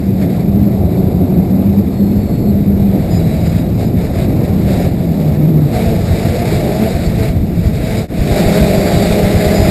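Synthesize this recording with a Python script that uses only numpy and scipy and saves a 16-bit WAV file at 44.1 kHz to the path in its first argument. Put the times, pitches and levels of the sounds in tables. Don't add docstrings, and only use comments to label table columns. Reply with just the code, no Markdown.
import sys
import numpy as np
from scipy import signal
from scipy.fft import rfft, irfft, next_fast_len
from scipy.io import wavfile
from scipy.ndimage import uniform_filter1d, minimum_filter1d, map_coordinates

SR = 44100
rng = np.random.default_rng(int(sys.argv[2]) if len(sys.argv) > 2 else 0)


def generate_wav(sig):
    pcm = np.round(np.clip(np.atleast_2d(sig).T, -1, 1) * 32767).astype(np.int16)
    wavfile.write(sys.argv[1], SR, pcm)


N = 427769
TIME_S = np.arange(N) / SR


def amp(db):
    return 10 ** (np.asarray(db) / 20)


def unit_rms(x):
    return x / np.sqrt(np.mean(x ** 2) + 1e-20)


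def curve(rows):
    return np.interp(TIME_S, *np.transpose(rows))


def trapezoid(start_s, end_s, rise_s):
    return np.clip(np.minimum(TIME_S - start_s, end_s - TIME_S) / rise_s, 0, 1)


def spells(rows, rise_s):
    return sum(boost_db * trapezoid(start_s, end_s, rise_s) for start_s, end_s, boost_db in rows)


def wobble(rate_hz):
    knots = rng.standard_normal(int(N * rate_hz / SR) + 4)
    return map_coordinates(knots, [TIME_S * rate_hz])


def filtered(x, response):
    size = next_fast_len(N + 8192)
    return irfft(rfft(x, size) * response(np.fft.rfftfreq(size, 1 / SR)), size)[:N]


def turbulence(spectrum, patchy_db):
    bins = signal.stft(rng.standard_normal(N), nperseg=512)[2]
    eddies = uniform_filter1d(rng.standard_normal(bins.shape), size=8, axis=0)
    eddies = unit_rms(uniform_filter1d(eddies, size=10, axis=1))
    noise = signal.istft(bins * amp(patchy_db * eddies), nperseg=512)[1][:N]
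    freq_hz, density_db = np.transpose(spectrum)
    colour = lambda hz: amp(np.interp(np.log(hz + 1), np.log(freq_hz), density_db, right=-120))
    return unit_rms(filtered(noise, colour))


def spin_phase(rate_hz, jitter):
    return 2 * np.pi * (np.cumsum(rate_hz * (1 + jitter * wobble(35))) / SR + rng.random())


def harmonics(phase, orders, rough_db):
    return sum(amp(level_db + rough_db * wobble(30)) * np.sin(round(k) * phase + 2 * np.pi * rng.random())
               for k, level_db in orders)


def camera_case(x, ring_hz, width_hz, ring_db, cutoff_hz):
    ring = lambda hz: 1j * hz * width_hz / (ring_hz ** 2 - hz ** 2 + 1j * hz * width_hz)
    return filtered(x, lambda hz: (1 + amp(ring_db) * ring(hz)) / np.sqrt(1 + (hz / cutoff_hz) ** 14))


# time_s, effort_db
EFFORT_DB = [(0, 1), (1.5, 0.5), (2.7, 1), (3.25, 7), (3.72, 2), (4.4, 4.5), (5.68, 2.5), (5.74, 13),
             (6.09, 9), (6.19, 13), (6.85, 13.5), (7.28, 6), (7.44, 1), (7.98, 13.5), (8.12, 6), (8.38, 17),
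             (9.0, 16.5), (9.7, 17.5)]
# start_s, end_s, boost_db
SURGES_DB = [(.19, .265, 5), (.29, .44, 4.5), (.69, .78, 1), (3.43, 3.62, 3), (3.78, 3.87, 6),
             (3.98, 4.09, 3.5), (4.13, 4.27, 6), (4.66, 4.89, 6.5), (5.18, 5.38, 2.5), (7.17, 7.32, 5),
             (7.62, 7.71, 2.5)]


def rotor_effort():
    return curve(EFFORT_DB) + spells(SURGES_DB, rise_s=0.027)


def driven_db(effort_db, hover_db, growth, waver_db):
    return hover_db + growth * effort_db + waver_db * wobble(9)


# time_s, speed_fraction
SPEED_HUNTING = [(2.8, 0.0031), (3.3, 0.0096), (5.6, 0.00793), (5.9, .018), (7.9, 0.0161), (8.4, 0.0062)]
# shaft_multiple, level_db
SHAFT_ORDERS_DB = [(1, -11.5), (3, -14), (4, -21)]
# start_s, end_s, boost_db
BITES_DB = [(.7, 1.6, 6), (4.66, 4.86, 2.5), (5.72, 6.02, 4), (6.6, 6.94, 5), (7.85, 8.02, 2.5)]


def rotor_pair(speed, hum_db, buzz_db, overtones, shaft_db, twin_buzz_db, twin_hum_db, detune):
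    blade_hz = curve(speed)
    hunting = curve(SPEED_HUNTING)
    lead = spin_phase(blade_hz * (1 + hunting * wobble(11)), jitter=0.00792)
    twin_hz = blade_hz * (1 + detune + 0.016 * wobble(4) + hunting * wobble(11))
    twin = spin_phase(twin_hz, jitter=0.00903)
    hum = np.sin(lead) + amp(twin_hum_db) * np.sin(twin)
    hum += amp(shaft_db) * harmonics(lead / 2, SHAFT_ORDERS_DB, rough_db=3)
    buzz = harmonics(lead, overtones, rough_db=2.5)
    buzz += amp(twin_buzz_db) * harmonics(twin, overtones, rough_db=5)
    buzz = camera_case(buzz, ring_hz=690, width_hz=170, ring_db=-5.5, cutoff_hz=740)
    bite_db = spells(BITES_DB, rise_s=0.063)
    return amp(hum_db) * hum + amp(buzz_db + bite_db) * buzz, lead


# time_s, blade_pass_hz
FAST_SPEED_HZ = [(0, 194), (.3, 189), (.7, 204), (1.0, 187), (1.3, 182), (1.75, 200), (2.0, 199),
                 (2.25, 207), (2.9, 195), (3.15, 209), (4.2, 206), (4.8, 192), (5.8, 225), (6.0, 212),
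                 (6.4, 230), (6.63, 194), (6.88, 223), (7.2, 222), (7.5, 204), (7.9, 219), (8.4, 198),
                 (8.65, 206), (8.85, 193), (9.15, 207), (9.7, 202)]
# multiple, level_db
FAST_OVERTONES_DB = [(2, 1.5), (3, -1), (4, -4), (5, -5)]
# start_s, end_s, boost_db
FAST_SWELLS_DB = [(0, .34, 10.5), (.39, .75, 12), (.92, 1.1, 13.5), (1.15, 1.62, 12), (1.55, 1.87, 14.5),
                  (1.94, 2.25, 13.5), (2.41, 3.0, 12.5), (6.73, 6.89, 10), (8.33, 9.75, 5.5)]


def fast_rotors(effort_db):
    hum_db = driven_db(effort_db, hover_db=-21.5, growth=0.03, waver_db=0.83)
    hum_db += spells(FAST_SWELLS_DB, rise_s=0.066)
    buzz_db = driven_db(effort_db, hover_db=-46.5, growth=1.474, waver_db=0.5)
    return rotor_pair(FAST_SPEED_HZ, hum_db, buzz_db, FAST_OVERTONES_DB,
                      shaft_db=0, twin_buzz_db=-5.5, twin_hum_db=-10, detune=0.048)


# time_s, blade_pass_hz
SLOW_SPEED_HZ = [(0, 176.3), (2.9, 182.2), (3.3, 165.7), (4.55, 183.2), (5.03, 171.5), (5.32, 147.9),
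                 (5.5, 157.2), (5.68, 146.9), (5.77, 181.7), (6.05, 162.3), (6.25, 175), (6.6, 170.8),
                 (6.87, 190.6), (7.2, 171.8), (7.6, 167.3), (8.1, 175.2), (8.7, 169.1), (9.3, 174.1)]
# multiple, level_db
SLOW_OVERTONES_DB = [(2, 3.5), (3, -1), (4, 0), (5, -3.5)]
# start_s, end_s, boost_db
SLOW_SWELLS_DB = [(3.06, 3.34, 9), (3.4, 4.1, 6.9), (4.46, 4.63, 8), (4.97, 5.26, 9.3), (5.19, 5.47, 13.5),
                  (5.4, 5.72, 16.8), (7.49, 7.67, 12.4), (8.35, 9.75, 4.7)]


def slow_rotors(effort_db):
    hum_db = driven_db(effort_db, hover_db=-22.5, growth=0.18, waver_db=1)
    hum_db += spells(SLOW_SWELLS_DB, rise_s=0.066)
    buzz_db = driven_db(effort_db, hover_db=-45.5, growth=1, waver_db=1.1)
    return rotor_pair(SLOW_SPEED_HZ, hum_db, buzz_db, SLOW_OVERTONES_DB,
                      shaft_db=-8, twin_buzz_db=-9.5, twin_hum_db=-8.5, detune=-0.045)


# time_s, flow_db
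FLOW_DB = [(0, -21.5), (1.15, -16.5), (1.55, -18.5), (2.05, -20.5), (2.35, -19), (2.65, -20.5),
           (2.95, -18.5), (3.4, -21.5), (4.15, -20), (4.38, -17), (4.9, -20.5), (5.6, -18), (5.75, -21.5),
           (6.3, -21.5), (7.35, -22.5), (7.9, -25), (8.45, -21.5), (9.7, -22.5)]
# freq_hz, density_db
ROAR_SPECTRUM = [(40, -21), (80, -2), (135, 0), (175, 3.5), (235, 1), (295, -2), (370, -5), (480, -13),
                 (700, -20.5), (1500, -42.5)]
CHURN_SPECTRUM = [(200, -67), (350, -9.5), (450, 1), (550, 1), (640, 1.5), (730, -2), (830, -9.5),
                  (950, -20), (1300, -23), (2500, -62)]
HISS_SPECTRUM = [(500, -16), (1000, -6), (1500, -3), (1900, -0.5), (2250, 2), (2700, -5.5), (3150, -10.5),
                 (3800, -1.5), (4300, -5), (4900, -5), (5500, -9.5), (6000, -14.5)]


def downwash(effort_db, blade_phases, chop):
    flow_db = curve(FLOW_DB)
    strokes = unit_rms(np.exp(chop * sum(np.cos(phase) for phase in blade_phases)))
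    roar_db = flow_db + 5 + 0.38 * wobble(20)
    roar = amp(roar_db) * turbulence(ROAR_SPECTRUM, patchy_db=1.1)
    churn_db = flow_db - 10.5 + 0.7 * effort_db + 0.65 * wobble(25)
    churn = amp(churn_db) * turbulence(CHURN_SPECTRUM, patchy_db=1)
    hiss_db = effort_db - 41.5 + 0.61 * wobble(14) + 0.88 * wobble(90)
    hiss = amp(hiss_db) * strokes * turbulence(HISS_SPECTRUM, patchy_db=0.98)
    return roar + churn + hiss


# time_s, level_db
BREEZE_DB = [(0, -17), (1.1, -17), (1.8, -18), (2.6, -14.5), (3.6, -14.5), (4.7, -14.5), (5.6, -25),
             (5.9, -13.5), (6.5, -16), (6.85, -21), (7.3, -14.5), (8.0, -17), (8.2, -27), (9.7, -23)]
# centre_s, peak_db
THUMPS_DB = [(.86, -11), (4.86, -7), (5.33, -10), (5.76, -10), (6.12, -7.5), (6.56, -11), (6.95, -8.5),
             (7.08, -8), (7.21, -13), (7.31, -9.5), (7.40, -9.5), (7.67, -14), (8.211, -7.5), (8.32, -12),
             (8.47, -10.5), (8.63, -8.5), (8.78, -8.5), (8.96, -4), (9.12, -10), (9.25, -15.5),
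             (9.36, -9.5), (9.48, -7.5), (9.61, -6), (9.69, -10)]
# time_s, relative_db
RUMBLE_DB = [(0, -12), (1, -12), (2.5, -10.5), (5.4, -8), (6, -9.5), (8, -3.5), (8.5, 0), (9.7, -3)]
# freq_hz, density_db
BUFFET_SPECTRUM = [(20, -31), (45, -13.5), (80, 3), (120, 2), (160, -0.5), (260, -17), (600, -59)]
RUMBLE_SPECTRUM = [(8, -33), (22, -14), (38, -6.5), (60, -4), (110, -13), (300, -56)]


def wind(thump_width_s=0.022):
    breeze = amp(curve(BREEZE_DB) + 0.66 * wobble(14))
    thumps = sum(amp(peak_db) * np.exp(-((TIME_S - centre_s) / thump_width_s) ** 2)
                 for centre_s, peak_db in THUMPS_DB)
    buffet = turbulence(BUFFET_SPECTRUM, patchy_db=0.5)
    rumble = amp(curve(RUMBLE_DB)) * turbulence(RUMBLE_SPECTRUM, patchy_db=0.5)
    return np.hypot(breeze, thumps) * (buffet + rumble)


# start_s, end_s, pitch_hz, level_db
WHINE_SPELLS = [(1.896, 2.521, 4300, -46), (2.15, 2.52, 4470, -46), (3.097, 3.2, 4970, -35.5),
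                (3.12, 3.35, 3915, -42), (3.329, 3.67, 3860, -46), (3.275, 3.345, 4850, -42),
                (3.38, 3.533, 4925, -43), (3.555, 3.633, 4925, -40), (3.835, 3.902, 4960, -42),
                (4.013, 4.08, 5050, -39), (4.777, 4.835, 4958, -36), (6.872, 6.936, 4850, -37),
                (7.013, 7.09, 4450, -35), (7.945, 8.02, 4960, -37), (8.402, 8.523, 4705, -36),
                (8.739, 9.07, 4670, -33), (9.34, 9.5, 4937, -33), (9.53, 9.749, 4960, -31)]


def motor_whine():
    whine = np.zeros(N)
    for start_s, end_s, pitch_hz, level_db in WHINE_SPELLS:
        gate = trapezoid(start_s, end_s, rise_s=0.024)
        phase = spin_phase(pitch_hz * (1 + 0.002 * wobble(9)), jitter=0.00202) + 0.42 * wobble(200)
        whine += gate * amp(level_db + 2.6 * wobble(45)) * np.sin(phase)
    return whine


def scene():
    effort_db = rotor_effort()
    fast, fast_phase = fast_rotors(effort_db)
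    slow, slow_phase = slow_rotors(effort_db)
    air = downwash(effort_db, [fast_phase, slow_phase], chop=0.052) + wind()
    return (fast + slow + air + motor_whine())[None]


# time_s, gain
DIP_GAIN = [(8.02, 0.87), (8.055, 0.36), (8.077, 0.021), (8.105, 0.58), (8.17, 1)]


def record(dry):
    hold_hz, cutoff_hz, limiter_samples = 12000, 15000, 89
    dipped = dry[0] * curve(DIP_GAIN)
    limiter_gain = minimum_filter1d(1 / np.maximum(np.abs(dipped), 1), limiter_samples)
    limited = dipped * uniform_filter1d(limiter_gain, limiter_samples)
    held = np.repeat(signal.resample_poly(limited, hold_hz, SR), 4)
    gritty = signal.resample_poly(held, SR, 4 * hold_hz)[:N]
    return filtered(gritty, lambda hz: hz < cutoff_hz)[None, :]


dry = scene()
out = record(dry)
generate_wav(out)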